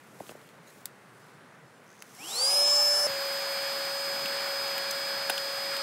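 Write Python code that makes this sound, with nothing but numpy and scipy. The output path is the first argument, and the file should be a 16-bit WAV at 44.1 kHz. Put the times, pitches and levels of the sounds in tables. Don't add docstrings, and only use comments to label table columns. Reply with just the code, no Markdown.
import sys
import numpy as np
from scipy import signal
from scipy.fft import rfft, irfft, next_fast_len
from scipy.io import wavfile
from scipy.ndimage import uniform_filter1d, map_coordinates

SR = 44100
rng = np.random.default_rng(int(sys.argv[2]) if len(sys.argv) > 2 else 0)


def transcribe(signal):
    frames = np.atleast_2d(signal).T
    limited = np.clip(frames, -1, 1)
    pcm = np.round(limited * 32767).astype(np.int16)
    wavfile.write(sys.argv[1], SR, pcm)


def volts_from_decibels(level):
    exponent = np.asarray(level, float) / 20
    return 10 ** exponent


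N = 256662
TIME = np.arange(N) / SR
CUT_S = 3.069


def unit(x):
    return x / np.sqrt(np.mean(x ** 2) + 1e-20)


def along(points, hz):
    f, v = np.transpose(points)
    return np.interp(np.log(hz + 1), np.log(f + 1), v)


def curves(rows):
    s, *columns = np.transpose(rows)
    return [np.interp(TIME, s, column) for column in columns]


def wobble(rate):
    knots = rng.standard_normal(int(N * rate / SR) + 4)
    coarse = TIME[::16]
    return np.interp(TIME, coarse, map_coordinates(knots, [coarse * rate]))


def filtered(x, response):
    m = next_fast_len(len(x) + 8192)
    return irfft(rfft(x, m) * response(np.fft.rfftfreq(m, 1 / SR)), m)[:len(x)]


def resonances(modes, f):
    total = 0
    for k, (centre, width, db) in enumerate(modes):
        damping = 1j * f * width
        total = total + (-1) ** k * volts_from_decibels(db) * damping / (centre * centre - f * f + damping)
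    return total


def rush(spectrum, modes, patchy_db, size=N):
    z = signal.stft(rng.standard_normal(size), nperseg=512)[2]
    field = uniform_filter1d(rng.standard_normal(z.shape), size=9, axis=0)
    field = uniform_filter1d(field, size=16, axis=1)
    noise = signal.istft(z * volts_from_decibels(patchy_db * unit(field)), nperseg=512)[1][:size]

    def colour(f):
        humps = sum(abs(resonances([mode], f)) ** 4 for mode in modes)
        return np.sqrt(volts_from_decibels(2 * along(spectrum, f)) + humps)

    return unit(filtered(noise, colour))


# (frequency [Hz], level [dB])
HUSH_COLOUR = [(60, -31), (85, -19.5), (120, -2.5), (200, -4), (330, -8.5), (470, -6), (700, -10),
               (1500, -9.5), (2100, -13.5), (2800, -20.5), (6000, -29.5), (10000, -30.5), (15800, -47)]
HUSH_DB = -61
GUST_S, GUST_LENGTH_S, GUST_DB = 4.18, .1, 3


def forest():
    gust_db = GUST_DB * np.exp(-.5 * ((TIME - GUST_S) / GUST_LENGTH_S) ** 2)
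    swell_db = .6 * wobble(5)
    return volts_from_decibels(HUSH_DB + gust_db + 6.5 + swell_db) * rush(HUSH_COLOUR, [], patchy_db=1.0)


# (frequency [Hz], level [dB])
CLOTH_COLOUR = [(1500, -3), (3500, -0.5), (7000, 1.5), (10000, 0.5), (15500, -4.5)]
# (time of peak [s], peak level [dB], rise [dB/s], fall [dB/s])
STROKES = [
    (.12, -65, 30, 10),
    (.225, -60, 500, 12),
    (.31, -49.5, 69, 600),
    (.44, -62.5, 10, 60),
    (.69, -58, 200, 18),
    (1.25, -68, 30, 60),
    (2.1, -58.5, 62, 10),
]
STROKE_END_S, STILL_DB = 0.16, -72.5


def rustle():
    def stroke(s, db, rise, fall):
        slope_db = np.minimum(rise * (TIME - s), fall * (s - TIME))
        return volts_from_decibels(db + slope_db) * np.clip((s + STROKE_END_S - TIME) / .04, 0, 1)

    level = volts_from_decibels(STILL_DB) + np.max([stroke(*row) for row in STROKES], axis=0)
    grains = volts_from_decibels(-3.5 + 1.2 * wobble(120))
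    hands_leave = np.clip((2.25 - TIME) / 0.077, 0, 1)
    return level * grains * rush(CLOTH_COLOUR, [], patchy_db=0.3) * hands_leave


# (time [s], centre frequency [Hz])
FLICKERS = [(.055, 13750), (.66, 8250), (.66, 13750), (1.235, 5500), (1.68, 5500), (1.68, 8950),
            (1.705, 15000), (1.75, 6300), (1.775, 7000), (1.775, 8950), (1.775, 10950), (1.775, 14350),
            (2.678, 6250), (3.035, 15000), (3.048, 6950), (3.513, 13700), (4.118, 13000), (4.235, 5750),
            (4.605, 11000), (5.07, 13000)]
FLICKER_WIDTH_HZ = 1450


def stereo_flicker(mono):
    side, window = np.zeros(N), np.hanning(1700)
    for s, hz in FLICKERS:
        at = round(s * SR) - len(window) // 2
        earlier = mono[at - 700:][:len(window)]
        band = filtered(earlier, lambda f: abs(f - hz) < FLICKER_WIDTH_HZ / 2)
        side[at:at + len(window)] += window * band
    return volts_from_decibels(-1.0) * side


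# (frequency [Hz], width [Hz], level [dB])
CRACK = [(7000, 21000, 0)]


def click(t60, crack_db, bodies):
    t = np.arange(3000) / SR
    fade = volts_from_decibels(-60 * t / t60) * (1 - np.exp(-t / 0.0013))
    fade += volts_from_decibels(-29 - 60 * t / 0.087)
    blow = fade * rng.standard_normal((2, len(t)))
    blow[1, round(.0003 * SR)] += 5
    parts = [(crack_db + 4.5, filtered(blow[0], lambda f: resonances(CRACK, f)))]
    for hz, width, db in bodies:
        ring = filtered(blow[1], lambda f: resonances([(hz, width * hz, 0)], f) ** 2)
        parts.append((db, ring))
    return sum(volts_from_decibels(db) * part / abs(part).max() for db, part in parts)


# (time [s], peak level [dB], frequency [Hz], length [s])
THUDS = [(.2025, -46, 500, .0015), (0.2074, -29, 656, 0.0016), (.209, -44, 150, .003),
         (.213, -42, 300, 0.0012), (.219, -42, 300, .002), (0.236, -48, 400, 0.0022),
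         (0.241, -47, 350, 0.0026), (0.271, -50, 300, .003), (.2955, -35, 530, 0.001),
         (0.304, -48, 450, 0.0024), (0.313, -35.5, 397, 0.00062), (0.321, -39, 604, 0.00071),
         (.355, -38, 510, 0.0018), (1.64, -58, 136, 0.016), (3.1, -42.5, 150, 0.006),
         (3.152, -56, 130.7, .012), (4.254, -42, 221, 0.0059), (5.303, -35, 400.3, 0.0021)]
# (time [s], peak level [dB], body frequency [Hz])
TICKS = [(.2013, -42, 1800), (.22, -54, 9000), (.267, -43, 3270), (.2926, -35.5, 2760), (.2933, -40, 1300),
         (.299, -42, 2800), (.32, -50, 1500), (.361, -58, 6000), (.415, -48, 3500), (.49, -45, 3000),
         (1.8014, -59, 6000), (2.15, -37, 8800), (4.197, -31, 2500), (4.258, -22, 2830),
         (5.3015, -17.5, 3260), (5.3035, -32, 12800), (5.379, -19.5, 3230), (5.455, -40, 1500),
         (5.741, -29, 1490), (5.7662, -23, 3300)]
TICK_WIDTH = 0.44
TICK_T60_S, TICK_CRACK_DB = 0.0062, -11
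FAR_TICK_T60_S, FAR_CRACK_DB = 0.014, -9.5
# (t60 [s], crack level [dB], bodies (frequency [Hz], width [share of it], level [dB]))
VALVE_CAP = (0.0068, 1.9, [(2000, .7, -17), (4050, 0.27, -1.5), (4700, .22, -4.5), (7570, 0.13, 2.5),
             (11300, 0.13, 5.5), (14500, .15, 0)])
SWITCH = (.011, -7, [(1950, 1, 3), (4350, 0.64, 1), (10100, .2, -4)])
ZIP_PULL = (0.13, -14, [(4120, .06, -4), (6600, .03, -4)])
BUCKLE = (0.018, -12, [(2890, 0.33, 0), (7000, .25, -4), (14000, 0.46, 6)])
CLIP_ON = (.021, 2.5, [(6100, .16, 0.85), (10000, 0.33, 0)])
CASE = (0.011, -6, [(770, 0.32, -1.5), (1560, 0.17, -2), (2630, 0.2, -3), (10300, .15, -4.5)])
# (time [s], peak level [dB], object)
HITS = [
    (.672, -52, ZIP_PULL),
    (0.856, -30.5, VALVE_CAP),
    (2.0225, -33, SWITCH),
    (4.78, -26.5, BUCKLE),
    (4.909, -30, CLIP_ON),
    (5.2958, -24.5, CASE),
    (5.2978, -19, CASE),
    (5.3012, -32, CASE),
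]


def handling():
    out, t = np.zeros(N + SR), np.arange(-1500, 1500) / SR
    for s, db, hz, length in THUDS:
        falling = np.cos(2 * np.pi * hz * (t - 0.15 * t ** 2 / length))
        knock = np.exp(-.5 * (t / length) ** 2) * falling
        out[round(s * SR) - len(t) // 2:][:len(t)] += volts_from_decibels(db) * knock
    ticks = []
    for s, db, hz in TICKS:
        t60, crack_db = (FAR_TICK_T60_S, FAR_CRACK_DB) if s > CUT_S else (TICK_T60_S, TICK_CRACK_DB)
        ticks.append((s, db, (t60, crack_db, [(hz, TICK_WIDTH, 0)])))
    for s, db, thing in HITS + ticks:
        sound = click(*thing)
        out[round(s * SR):][:len(sound)] += volts_from_decibels(db) * sound
    return out[:N]


# (frequency [Hz], width [Hz], level [dB])
WING = [(6250, 500, 3.5), (4600, 800, -8)]
TRILL_DB, PULSE_DB, PULSE_HZ, CREST_S = -53.5, 2.8, 10.15, 2.9


def insect():
    level_db = TRILL_DB + PULSE_DB * np.cos(2 * np.pi * PULSE_HZ * (TIME - CREST_S))
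    at = np.round((1.8661 + .01257 * np.arange(26)) * SR).astype(int)
    clicks = np.zeros(N)
    clicks[at] = volts_from_decibels(level_db[at] + 24.5 + 1.9 * rng.standard_normal(len(at)))
    clicks += 0.4 * np.roll(clicks, round(0.0039 * SR))
    return filtered(clicks, lambda f: resonances(WING, f))


FULL_HZ, KNEE_S, RAMP_HZ_PER_S, SETTLE_S = 580.8, 2.352, 1310, .095


def spin_up():
    gap_hz, since = RAMP_HZ_PER_S * SETTLE_S, TIME - KNEE_S
    ramp = gap_hz - RAMP_HZ_PER_S * since
    approach = gap_hz * np.exp(-abs(since) / SETTLE_S)
    return np.maximum(FULL_HZ - np.where(since < 0, ramp, approach), 10)


def draught(spectrum, modes, patchy_db):
    start, size = 2 * SR, SR * 5 // 4
    return np.pad(rush(spectrum, modes, patchy_db, size=size), (start, N - start - size))


TONE_GROWS_DB, AIR_GROWS_DB = 94, 37


def rotor(shaft_hz, strong, weak, full_hz, jitter_hz, unsteady_db):
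    shaft_hz = uniform_filter1d(shaft_hz, size=2000) + jitter_hz * wobble(40)
    turn = 2 * np.pi * np.cumsum(shaft_hz) / SR

    def tone(k, db):
        return np.sqrt(2) * volts_from_decibels(db) * np.sin(k * turn + 2 * np.pi * rng.random())

    main = sum(tone(k, uniform_filter1d(db, size=700) + 0.32 * wobble(25)) for k, db in strong.items())
    spool_db = TONE_GROWS_DB * np.log10(abs(shaft_hz) / full_hz)
    return main + sum(tone(round(k), db + spool_db + unsteady_db * wobble(9)) for k, db in weak)


# (multiple of shaft speed, level [dB])
NEAR_ORDERS = [(2, -56), (4, -50), (5, -55), (6, -57), (7, -56), (8, -55), (10, -62), (11, -56), (12, -63),
               (15, -60), (16, -58), (19, -64), (20, -63), (23, -65)]
# (frequency [Hz], level [dB])
ROAR = [(150, -50), (400, -12), (1200, -5.5), (1700, -16.5), (2500, -19), (3700, -21), (4600, -29),
        (6000, -41)]
# (frequency [Hz], width [Hz], level [dB])
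ROAR_RING = [(808, 170, 0)]
# (frequency [Hz], level [dB])
LOOSE = [(1800, -27), (2300, -1), (2700, 0), (3100, 3.5), (3600, -6), (4300, -3), (5200, -27)]
# (frequency [Hz], level [dB])
SEATED = [(700, -25), (1100, -22), (1400, 1.5), (1700, -4), (2100, -8), (2600, -37)]
# (frequency [Hz], level [dB])
HISS = [(2500, -38), (4500, -11.5), (6300, -12.5), (8500, -9.5), (10400, -13.5), (10800, -22), (14000, -34),
        (15600, -34)]
# (frequency [Hz], width [Hz], level [dB])
HISS_RING = [(5430, 840, -1), (6450, 250, -3), (15500, 500, -8)]
# (frequency [Hz], width [Hz], level [dB])
VENT = [
    [(11330, 790, -1), (12300, 1200, -6), (14600, 900, -12)],
    [(13200, 500, -2), (13800, 500, -4), (12700, 500, -5), (14800, 900, -12)],
]
# (frequency [Hz], width [Hz], level [dB])
INLET = [(7290, 420, -1), (7540, 280, -2.5)]
# (frequency [Hz], width [Hz], level [dB])
SEAL = [
    [(9220, 490, -4), (9840, 400, -11)],
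    [(10300, 370, 2), (9600, 370, 0)],
]
# (time [s], nearness [dB], inlet opening [dB], seal leak [dB], turned to mic [0-1])
GRIP = [
    (2.23, 2.5, -3.5, -10, .25),
    (2.3, -7, -1, -8, .3),
    (2.44, 1, 0.5, 7, 0.23),
    (2.52, -2, -4, 3.5, 0.5),
    (2.595, 0.5, -17, -1, 0.5),
    (2.65, 0, 2, -6.5, 0.67),
    (2.76, 0.5, 1.5, -12, .45),
    (2.93, 1, -3.5, -8, 0.25),
    (3.06, 0.5, -9, -2.5, 0.63),
]
BLADE_DB, UNBALANCE_DB, THIRD_DB = -23, -33.5, -42
BLADE_SEATED_DB, UNBALANCE_LOOSE_DB, THIRD_LOOSE_DB = -8, -3, -7
DUCT_HZ, DUCT_WIDTH_HZ, DUCT_DB = 740, 130, -54
ROAR_DB, VENT_DB, INLET_DB, SEAL_DB = -40, -44.5, -37.5, -37.5
PUSH_S, SEAT_S = 2.633, 0.52
REGRIP_S = 2.59
SHADE_DB = -15


def near_pump():
    shaft_hz = spin_up()
    near_db, opening_db, leak_db, turned = curves(GRIP)
    loose = np.clip(1 - (TIME - PUSH_S) / SEAT_S, 0, 1)
    turned = np.clip(turned, 0, 1)
    speed = np.log10(shaft_hz / FULL_HZ)
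    flow_db, spool_db = AIR_GROWS_DB * speed, TONE_GROWS_DB * speed
    roar_db = ROAR_DB + flow_db
    silent = [(100, -120), (200, -120)]

    def facing(pair):
        away = draught(silent, pair[0], patchy_db=3.0)
        inward = draught(silent, pair[1], patchy_db=4.5)
        return np.sqrt(1 - turned) * away + np.sqrt(turned) * inward

    air = volts_from_decibels(roar_db + 0.56) * draught(ROAR, ROAR_RING, patchy_db=-1.5)
    air += volts_from_decibels(roar_db - 2.5) * loose * draught(LOOSE, [], patchy_db=2.5)
    air += volts_from_decibels(roar_db - 1.5) * (1 - loose) * draught(SEATED, [], patchy_db=1.0)
    air += volts_from_decibels(roar_db + 2.5 + 2.6 * loose) * draught(HISS, HISS_RING, patchy_db=1.0)
    shade_db = SHADE_DB * np.clip(2 * turned - 1, 0, 1)
    air += volts_from_decibels(VENT_DB + flow_db + shade_db) * facing(VENT)
    first_grip = draught(silent, INLET[1:], patchy_db=0.5)
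    second_grip = draught(silent, INLET, patchy_db=1.5)
    air += volts_from_decibels(INLET_DB + flow_db + opening_db) * np.where(TIME < REGRIP_S, first_grip, second_grip)
    air += volts_from_decibels(SEAL_DB + flow_db + leak_db) * facing(SEAL)

    duct_pass = np.exp(-.5 * ((3 * shaft_hz - DUCT_HZ) / DUCT_WIDTH_HZ) ** 2)
    duct = volts_from_decibels(DUCT_DB + 4 * wobble(45)) * duct_pass
    blade_db = BLADE_DB + spool_db + near_db + BLADE_SEATED_DB * (1 - loose) ** 2
    unbalance_db = UNBALANCE_DB + 0.84 * spool_db + near_db + UNBALANCE_LOOSE_DB * loose + 1.3 * wobble(14)
    third_db = 20 * np.log10(volts_from_decibels(THIRD_DB + spool_db + THIRD_LOOSE_DB * loose) + duct)
    strong = {9: blade_db, 1: unbalance_db, 3: third_db}
    whine = rotor(shaft_hz, strong, NEAR_ORDERS, FULL_HZ, jitter_hz=.15, unsteady_db=1.8)
    air_starts = np.clip((TIME - 2.06) / 0.23, 0, 1)
    whine_starts = np.clip((TIME - 2.176) / 0.011, 0, 1)
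    return air_starts * air + whine_starts * whine


# (time [s], shaft speed [Hz])
LOADED = [(3.1, 552.5), (3.25, 552.8), (3.42, 553.9), (3.55, 553.1), (3.9, 553.4), (4.03, 555), (4.2, 554),
          (4.38, 555.2), (4.56, 554.7), (4.75, 552.3), (4.92, 554), (5.1, 552.7), (5.25, 553.4),
          (5.45, 552.7), (5.8, 553.1)]
# (multiple of shaft speed, level [dB])
FAR_ORDERS = [(2, -58), (3, -52), (4, -58), (6, -52), (10, -67), (11, -62), (12, -64), (13, -63), (14, -64),
              (15, -53), (16, -67), (17, -65), (20, -73), (21, -71), (22, -68), (26, -73), (27, -72)]
# (frequency [Hz], level [dB])
FAR_ROAR = [(70, -72), (150, -16), (300, -14), (600, -5.5), (1200, -3), (2000, -9.5), (3300, -8.5),
            (4200, -7.5), (5400, -10.5), (7000, -37)]
# (frequency [Hz], width [Hz], level [dB])
FAR_ROAR_RING = [(794, 155, -2), (1595, 770, -1), (2330, 250, -1.5)]
# (frequency [Hz], level [dB])
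FAR_HISS = [(4000, -32), (5800, -1.5), (7000, 2), (8500, -4.5), (11000, -5.5), (14000, -4), (15600, -17)]
# (frequency [Hz], width [Hz], level [dB])
FAR_HISS_RING = [(7490, 190, 2.5), (10200, 410, 0), (11600, 200, -9), (13170, 440, 4), (15500, 400, -1)]
FAR_BLADE_DB, FAR_UNBALANCE_DB, FAR_EIGHTH_DB = -37, -39, -43.5
FAR_ROAR_DB, FAR_HISS_DB = -37, -47.5
SAG_DB_PER_S = -0.96


def far_pump():
    shaft_hz, = curves(LOADED)
    sag_db = SAG_DB_PER_S * (TIME - CUT_S)
    air = volts_from_decibels(FAR_ROAR_DB + 0.69 * wobble(6.6)) * rush(FAR_ROAR, FAR_ROAR_RING, patchy_db=0.5)
    air += volts_from_decibels(FAR_HISS_DB + sag_db + 2.5) * rush(FAR_HISS, FAR_HISS_RING, patchy_db=0.95)
    strong = {9: FAR_BLADE_DB + .5 * wobble(8),
              1: FAR_UNBALANCE_DB + sag_db + .6 * wobble(6),
              8: FAR_EIGHTH_DB + .9 * wobble(8)}
    return air + rotor(shaft_hz, strong, FAR_ORDERS, 553.5, jitter_hz=.25, unsteady_db=1.2)


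def scene():
    far = np.clip((TIME - CUT_S) / .001 + .5, 0, 1)
    mono = forest() + rustle() + handling() + insect()
    mono += (1 - far) * near_pump() + far * far_pump()
    side = stereo_flicker(mono)
    return np.array([mono + side, mono - side])


def top_cut(x):
    return signal.sosfilt(signal.butter(12, 16760, fs=SR, output="sos"), x)


def record(dry):
    wind_filter = signal.butter(3, 90, "highpass", fs=SR, output="sos")
    thinned = signal.sosfilt(wind_filter, dry)
    top_hz = 15740
    mix = np.array([filtered(channel, lambda f: f < top_hz) for channel in thinned])
    return top_cut(mix)


dry = scene()
out = record(dry)
transcribe(out)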